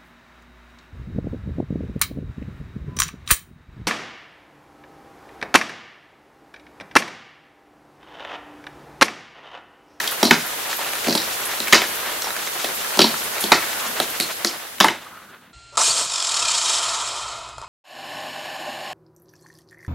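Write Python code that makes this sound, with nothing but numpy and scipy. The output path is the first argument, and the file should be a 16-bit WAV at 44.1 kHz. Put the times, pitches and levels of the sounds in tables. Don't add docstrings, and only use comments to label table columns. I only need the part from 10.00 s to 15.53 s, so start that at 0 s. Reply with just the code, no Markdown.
import sys
import numpy as np
from scipy import signal
from scipy.fft import rfft, irfft, next_fast_len
from scipy.io import wavfile
from scipy.ndimage import map_coordinates

SR = 44100
rng = np.random.default_rng(int(sys.argv[2]) if len(sys.argv) > 2 else 0)


def pcm_store(signal):
    levels = np.round(np.clip(np.atleast_2d(signal), -1, 1) * 32767)
    wavfile.write(sys.argv[1], SR, levels.astype(np.int16).T)


N = 243873
SPAN = 2 ** 14

# [t/s, deck clack level/dB, box thump level/dB re clack, truck click level/dB re clack,
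#  fizz level/dB re clack, contact t60/s, clack centre f/Hz, click centre f/Hz, thump centre f/Hz]
CONTACTS = [(.001, -12.5, -28, -2.5, -13.5, 0.021, 1590, 4000, 420),
            (0.075, -24.5, -34, 15.5, 9.5, 0.02, 2920, 3600, 573),
            (.229, -4, -2.5, 3, -6.5, .013, 920, 4180, 334),
            (0.252, -24.5, 13.5, 16.5, 0, .018, 875, 4090, 221),
            (0.27, -24.5, 3, 11.5, 0.5, 0.013, 818, 4440, 213),
            (.309, 7.5, -12, -5.5, -14.5, 0.019, 1490, 3400, 233),
            (1.07, -16, 0.5, -3, -1, .018, 2650, 4300, 282),
            (1.083, -19, 9, 7.5, -2.5, .02, 1280, 4570, 281),
            (1.095, -29.5, 7.5, 17.5, -10.5, .028, 802, 4360, 358),
            (1.107, -24.5, 5.5, 14.5, -8.5, .022, 1260, 4370, 259),
            (1.125, -20, 0.5, 10, -11, 0.019, 1800, 4530, 330), (1.151, -15, 2, 9, 2, .018, 859, 4450, 305),
            (1.176, -21.5, -11.5, 12.5, -13, 0.028, 1750, 4220, 288),
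            (1.217, -21.5, -33, 3, -6, 0.02, 1770, 5140, 180),
            (1.602, -21, -3.5, 10, 4, .012, 2820, 4380, 269),
            (1.672, -14.5, -22.5, -12.5, -7.5, .014, 1940, 3110, 428),
            (1.681, -11.5, -20, -19, -3.5, .02, 1950, 5250, 409),
            (1.725, 4.5, -24.5, -7, -10, 0.018, 2950, 3000, 700),
            (1.73, 7, -13, -2.5, -8.5, 0.019, 2100, 3660, 406),
            (1.745, -4.5, -18.5, 4.5, -18, 0.016, 1206, 5850, 405),
            (1.752, -8, -5, 5.5, -16, 0.013, 1375, 4460, 382),
            (1.818, -9, -10.5, -12.5, -6, .021, 1710, 3370, 642),
            (1.839, -12, -23, -21, -26, 0.015, 1900, 5070, 640),
            (2.22, -27.5, -15, 12.5, 7.5, .012, 848, 5600, 697),
            (2.643, -12, -3, 1, -6, .019, 1800, 3600, 704),
            (2.972, -17.5, -2, 2.5, 4, 0.0079, 937, 4900, 245),
            (2.991, -1, -3, 5.5, -15, .01, 1210, 3900, 374),
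            (3.004, -10.5, -12, 8, -8, .013, 796, 3400, 240),
            (3.017, -12, -2, 11.5, -16, .018, 2300, 3840, 234),
            (3.042, -10, 0, 2.5, -21.5, 0.027, 840, 3970, 233),
            (3.439, -20, 2, 10.5, 4.5, .01, 877, 3570, 231),
            (3.518, 5.5, -13.5, -4.5, -15, 0.043, 1350, 4000, 332),
            (3.525, -3.5, -4.5, -3.5, -21, .031, 1840, 3900, 565),
            (3.622, -16, -29, -16.5, -15, 0.035, 1730, 4260, 649),
            (4.0, -10.5, -1, 4, -0.5, 0.015, 1500, 3650, 700),
            (4.2, -15.5, -4, 8.5, 7, 0.0074, 1990, 3850, 228),
            (4.207, -17.5, -10.5, 8.5, -11, 0.02, 3030, 3870, 412),
            (4.447, -10.5, -6, 8.5, 3.5, 0.0041, 1740, 4980, 326),
            (4.802, 0.5, -26.5, -4.5, -3, 0.013, 2910, 4600, 350),
            (4.807, -0.5, -8, 0.5, -15, 0.03, 1020, 3540, 225),
            (4.843, 0.5, -12.5, -7, -12, 0.019, 960, 3400, 315),
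            (4.883, -5.5, -13.5, -12, -19, 0.013, 2000, 3630, 349)]
# [t/s, level/dB]
ROLLING = [(0.0, -34), (0.6, -34.5), (1.06, -33), (1.45, -32.5), (1.65, -32.5), (2.05, -30), (2.3, -34),
           (2.7, -32), (3.2, -32.5), (3.45, -33), (4.08, -32), (4.39, -40), (4.54, -36), (4.77, -44),
           (5.05, -43.5), (5.3, -50), (5.53, -59.5)]


def amp(db):
    return 10 ** (np.asarray(db) / 20)


def unit(x):
    return x / np.sqrt(np.mean(x ** 2) + 1e-20)


def curve(rows):
    return np.interp(np.arange(N) / SR, *np.transpose(rows))


def along(points, hz):
    f, v = np.transpose(points)
    return np.interp(np.log(hz + 1), np.log(f + 1), v)


def wobble(rate):
    knots = rng.standard_normal(int(N * rate / SR) + 4)
    return map_coordinates(knots, [np.arange(N) * rate / SR])


def filtered(x, response):
    m = next_fast_len(N + 8192)
    hz = np.fft.rfftfreq(m, 1 / SR)
    return irfft(rfft(x, m) * response(hz), m)[..., :N]


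def hiss(level_db):
    # [f/Hz, level/dB per Hz]
    hiss_colour = [(15, -40), (25, -6), (141, -22), (489, 0), (531, -4), (641, -3), (1890, -2), (2220, -4),
                   (7920, -8), (12200, -4), (16000, -11)]
    # [f/Hz, left-right correlation]
    likeness = [(60, 0.55), (1000, -0.42), (7000, -0.15), (15000, -0.13)]

    def mid_and_side(hz):
        angle = np.arccos(np.clip(along(likeness, hz), -1, 1)) / 2
        return amp(along(hiss_colour, hz)) * [np.cos(angle), np.sin(angle)]

    mid, side = filtered(rng.standard_normal((2, N)), mid_and_side)
    stereo = unit(np.array([mid + side, mid - side]))
    return amp(level_db + 0.3 * wobble(11) + 0.47 * wobble(2.6)) * stereo


def hum():
    # [t/s, level/dB]
    drone_level = [(0.0, -63), (0.83, -67), (1.26, -55), (2.76, -66), (3.38, -57), (4.4, -63), (4.63, -73),
                   (5.12, -65), (5.5, -80)]
    swell_db = -2 * wobble(1.5)
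    drone = filtered(rng.standard_normal(N), lambda hz: 1 / (1 + ((hz - 95) / 22) ** 2))
    return amp(curve(drone_level) + swell_db) * unit(drone)


def swishes():
    # [t/s, nominal peak level/dB, centre f/Hz]
    puffs = [(0.1096, -16.5, 12100), (0.239, -18.5, 10000), (0.4609, -21.5, 12640), (0.7632, -21.5, 13500),
             (1.4032, -23.5, 12000), (1.4517, -17, 10300), (1.5549, -25, 12130), (1.8817, -24, 11140),
             (1.953, -21, 12200), (2.7482, -22, 12500), (3.2345, -18.5, 10700), (3.405, -12.5, 10700),
             (4.0991, -22, 12150)]
    t60_s, rise_s, width_hz = 0.13, 0.0017, 2500
    out, t = np.zeros(N + SPAN), np.arange(SPAN) / SR
    f = np.fft.rfftfreq(SPAN, 1 / SR)
    for s, db, centre_hz in puffs:
        band = 1 / (1 + ((f - centre_hz) / width_hz) ** 2)
        puff = unit(irfft(rfft(rng.standard_normal(SPAN)) * band))
        envelope = amp(db - 7 - 60 * t / t60_s) * (1 - np.exp(-t / rise_s))
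        out[round(s * SR):][:SPAN] += envelope * puff
    return out[:N]


def scuffs():
    # [start t/s, peak t/s, end t/s, peak level/dB, ring at start f/Hz, ring at end f/Hz]
    rubs = [(3.722, 3.79, 3.96, -37, 1510, 1265), (3.8, 3.896, 3.88, -24.5, 1080, 1016),
            (3.784, 3.93, 3.99, -42.5, 227, 224), (5.045, 5.075, 5.095, -37.5, 1233, 1175),
            (5.089, 5.13, 5.26, -41, 1247, 1350), (5.15, 5.28, 5.5, -48, 1320, 1460)]
    ring_q = 7
    edge_drop_db, edge_s = 13, 0.018
    t, out = np.arange(N) / SR, np.zeros(N)
    for start, peak, end, db, start_hz, end_hz in rubs:
        slip = filtered(rng.standard_normal((2, N)), lambda hz: 1 / (1 + (hz * ring_q / end_hz) ** 2))
        phase = 2 * np.pi * np.cumsum(curve([(start, start_hz), (end, end_hz)])) / SR
        ring = unit(slip[0] * np.cos(phase) + slip[1] * np.sin(phase))
        level_db = curve([(start, db - edge_drop_db), (peak, db), (end, db - edge_drop_db)])
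        edge = np.clip(np.minimum(t - start, end - t) / edge_s, 0, 1)
        out += edge * amp(level_db) * ring
    return out


def shaken(rolling_db, blows_db):
    shake_t60_s = 0.53
    since = np.arange(N) / SR - np.transpose(CONTACTS)[0][:, None]
    stir_power = (since >= 0) * amp(blows_db[:, None] - 60 * np.abs(since) / shake_t60_s) ** 2
    return 10 * np.log10(amp(rolling_db) ** 2 + stir_power.sum(axis=0))


def wheels(rumble_db, rattle_db, boom_db):
    # [f/Hz, level/dB per Hz]
    rumble_colour = [(88, -43), (150, -14), (198, -30.5), (229, -11), (264, -36.5), (302, -6.5),
                     (623, -0.5), (1550, 0.5), (3500, -8), (4550, -16), (7700, -120)]
    # [f/Hz, level/dB per Hz]
    rattle_colour = [(1650, -40), (2800, -13), (7000, -11.5), (9100, -17.5), (15400, -120)]
    kicks = (rng.random(N) < 4000 / SR) * rng.standard_normal(N)
    grit = .5 * unit(kicks) + rng.standard_normal(N)
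    bumps = wobble(30)
    rumble = filtered(grit, lambda hz: amp(along(rumble_colour, hz)))
    rumble = unit(amp(2.24 * bumps + 2.1 * wobble(90)) * rumble)
    rattle = filtered(grit, lambda hz: amp(along(rattle_colour, hz)))
    rattle = unit(amp(0.61 * bumps + 4.3 * wobble(40)) * rattle)
    boom = unit(filtered(grit, lambda hz: 1 / (1 + ((hz - 220) / 80) ** 2)))
    return amp(boom_db) * boom + amp(rumble_db) * rumble + amp(rattle_db) * rattle


def ticks(count):
    # [t/s, clack peak level/dB, clack centre f/Hz]
    clear = [(0.041, -16, 1930), (0.576, -23, 2400), (0.729, -14, 1770), (0.791, -20, 947),
             (0.846, -19, 2600), (0.889, -20.5, 2850), (0.934, -16, 1750), (0.954, -15, 1350),
             (1.514, -17.5, 1680), (2.243, -20.5, 988), (2.27, -19.5, 982), (2.305, -14.5, 1340),
             (2.365, -16, 1600), (2.474, -16.5, 2050), (2.846, -19.5, 1150), (2.906, -21, 1900),
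             (2.937, -24, 2500), (1.044, -19, 2500), (3.141, -15, 1250), (3.382, -17, 1580),
             (3.73, -21, 1500), (0.092, -21, 2900), (4.669, -26, 1510), (4.783, -25.5, 2000),
             (5.19, -39.5, 1500)]
    # [thump level/dB re clack, click level/dB re clack, fizz level/dB re clack,
    #  t60/s (limited to .003-.08 as for all contacts), click centre f/Hz, thump centre f/Hz]
    tick_body = (-20.5, -5, -2, -0.15, 3700, 581.5)
    over_roll_db, middle_hz = 10, 1700
    s = rng.random(count) * N / SR
    draw = rng.standard_normal((count, 2))
    faint_db = np.interp(s, *np.transpose(ROLLING)) + over_roll_db + 2 * draw[:, 0]
    faint_hz = middle_hz * 2 ** (.5 * draw[:, 1])
    faint = np.transpose([s, faint_db, faint_hz])
    thump_db, click_db, fizz_db, t60, click_hz, thump_hz = tick_body
    return [(at, db, thump_db, click_db, fizz_db, t60, hz, click_hz, thump_hz)
            for at, db, hz in [*clear, *faint]]


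def rings(modes, f, scatter_db, centre_hz, lean_db):
    draw = rng.standard_normal((len(centre_hz), len(modes)))
    lean = -lean_db * np.abs(np.log2(np.transpose(modes)[0] / centre_hz))
    each = []
    for k, (mode_hz, width_hz, db) in enumerate(modes):
        damping = 1j * f * width_hz
        resonance = damping / (mode_hz * mode_hz - f * f + damping)
        each.append((-1) ** k * amp(db) * resonance)
    return amp(scatter_db * draw + lean) @ np.array(each)


def noise_bursts(envelope, count):
    burst = rng.standard_normal((count, SPAN)) * envelope
    return rfft(burst / np.linalg.norm(burst, axis=1, keepdims=True))


def tails(count):
    # [f/Hz, t60/s]
    room_decay = [(100, 0.084), (250, 0.23), (1000, 0.22), (4000, 0.33), (8000, 0.29), (15000, 0.029)]
    hz, t, z = signal.stft(rng.standard_normal((count, SPAN)), SR, nperseg=256)
    decay = amp(-60 * t / np.maximum(along(room_decay, hz), .02)[:, None])
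    tail = signal.istft(z * decay, SR, nperseg=256)[1][:, :SPAN]
    tail *= 1 - np.exp(-np.arange(SPAN) / SR / 0.0058)
    return rfft(tail / np.linalg.norm(tail, axis=1, keepdims=True))


def contacts():
    # [f/Hz, width/Hz, level/dB]
    box_modes = [(157.6, 6.8, -5.5), (227.8, 32, 2), (305, 56, -3.5), (343.7, 42, 1), (413.4, 48, -3),
                 (573.4, 89, -3), (754, 54, -4.5)]
    # [f/Hz, width/Hz, level/dB]
    deck_modes = [(905, 144, 4), (1338, 97, 1.5), (1427, 89, 1), (1763, 410, -0.5), (2009, 130, 8),
                  (2057, 247, 5), (2608, 105, 2.5), (2970, 230, 1)]
    # [f/Hz, width/Hz, level/dB]
    truck_modes = [(3154, 450, 0), (3507, 630, -2), (4060, 620, -0.5), (4720, 990, -3), (5330, 375, -1.5),
                   (5580, 360, -3), (6880, 1500, -11.5)]
    # [f/Hz, width/Hz, level/dB]
    fizz_modes = [(7870, 6400, 15.5), (11900, 6900, 16)]
    # [f/Hz, level/dB re direct]
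    room_level = [(100, 1.5), (300, -4.5), (1200, -9.5), (4000, -11), (8000, -7), (15000, 4)]
    # [f/Hz, level/dB]
    wall_level = [(500, -24), (2500, -24.5), (4200, -7), (6000, -6.5), (9000, -22)]
    wall_delay_s, wall_smear_t60_s = .023, 0.077
    push_rise_s = 0.00038

    rows = [*CONTACTS, *ticks(count=12)]
    count = len(rows)
    s, clack_db, thump_db, click_db, fizz_db, t60, clack_hz, click_hz, thump_hz = np.transpose(rows)[..., None]
    deck_lean_db, truck_lean_db = [np.maximum(db - 0.37 * clack_db, 0) for db in (9, 11.5)]
    t, f = np.arange(SPAN) / SR, np.fft.rfftfreq(SPAN, 1 / SR)
    push = noise_bursts(amp(-60 * t / np.clip(t60, .003, .08)) * (1 - np.exp(-t / push_rise_s)), count)

    direct = blow = 0
    for drive, body, db in (
            (1, rings(box_modes, f, 1, thump_hz, lean_db=6.0), thump_db),
            (push, rings(deck_modes, f, 1.0, clack_hz, lean_db=deck_lean_db), 0),
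            (push, rings(truck_modes, f, 1.0, click_hz, lean_db=truck_lean_db), click_db),
            (push, rings(fizz_modes, f, 1, click_hz, lean_db=0), fizz_db)):
        peak = np.abs(irfft(drive * body)).max(axis=1, keepdims=True)
        gain = amp(clack_db + db) / peak
        direct = direct + gain * drive * body
        blow = blow + gain * body

    smear = noise_bursts(amp(-60 * t / wall_smear_t60_s), count)
    echo = smear * amp(along(wall_level, f)) * np.exp(-2j * np.pi * f * wall_delay_s)
    room = amp(along(room_level, f)) * tails(count)
    heard = irfft(direct + blow * (echo + room))
    out = np.zeros(N + SPAN)
    for at, sound in zip(np.round(s[:, 0] * SR).astype(int), heard):
        out[at:at + SPAN] += sound
    return out[:N]


def scene():
    # [t/s, level/dB]
    fade = [(0.0, 0), (0.5, -1), (2.0, 0), (3.8, 0.5), (4.3, -2.5), (4.77, -10), (5.0, -17), (5.3, -25),
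            (5.53, -36)]
    hiss_db, rattle_db, boom_db = -27, -38, -55
    boom_fade_share = 0.082
    shake_rumble_db, shake_boom_db = -31.5, -30.5
    fade_db = curve(fade)
    _, clack_db, thump_db, *_ = np.transpose(CONTACTS)
    rumble_level = shaken(curve(ROLLING), clack_db + shake_rumble_db)
    boom_level = shaken(boom_db + boom_fade_share * fade_db, clack_db + thump_db + shake_boom_db)
    hits = filtered(contacts(), lambda hz: (1j * hz / (110 + 1j * hz)) ** 2)
    rolling = wheels(rumble_level, rattle_db + fade_db, boom_level)
    board = hits + rolling + scuffs() + swishes() + hum()
    return board * amp([[-.2], [.2]]) + hiss(hiss_db + fade_db)


def record(dry):
    mic_edge_hz, top_hz = 15800, 16440
    clipped = dry / (1 + np.abs(dry / .95) ** 6) ** (1 / 6)

    def response(hz):
        bass_cut = 1j * hz / (45 + 1j * hz)
        return bass_cut * np.where(hz < mic_edge_hz, 1, amp(-31)) * (hz < top_hz)

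    return filtered(clipped, response)


dry = scene()
out = record(dry)
pcm_store(out)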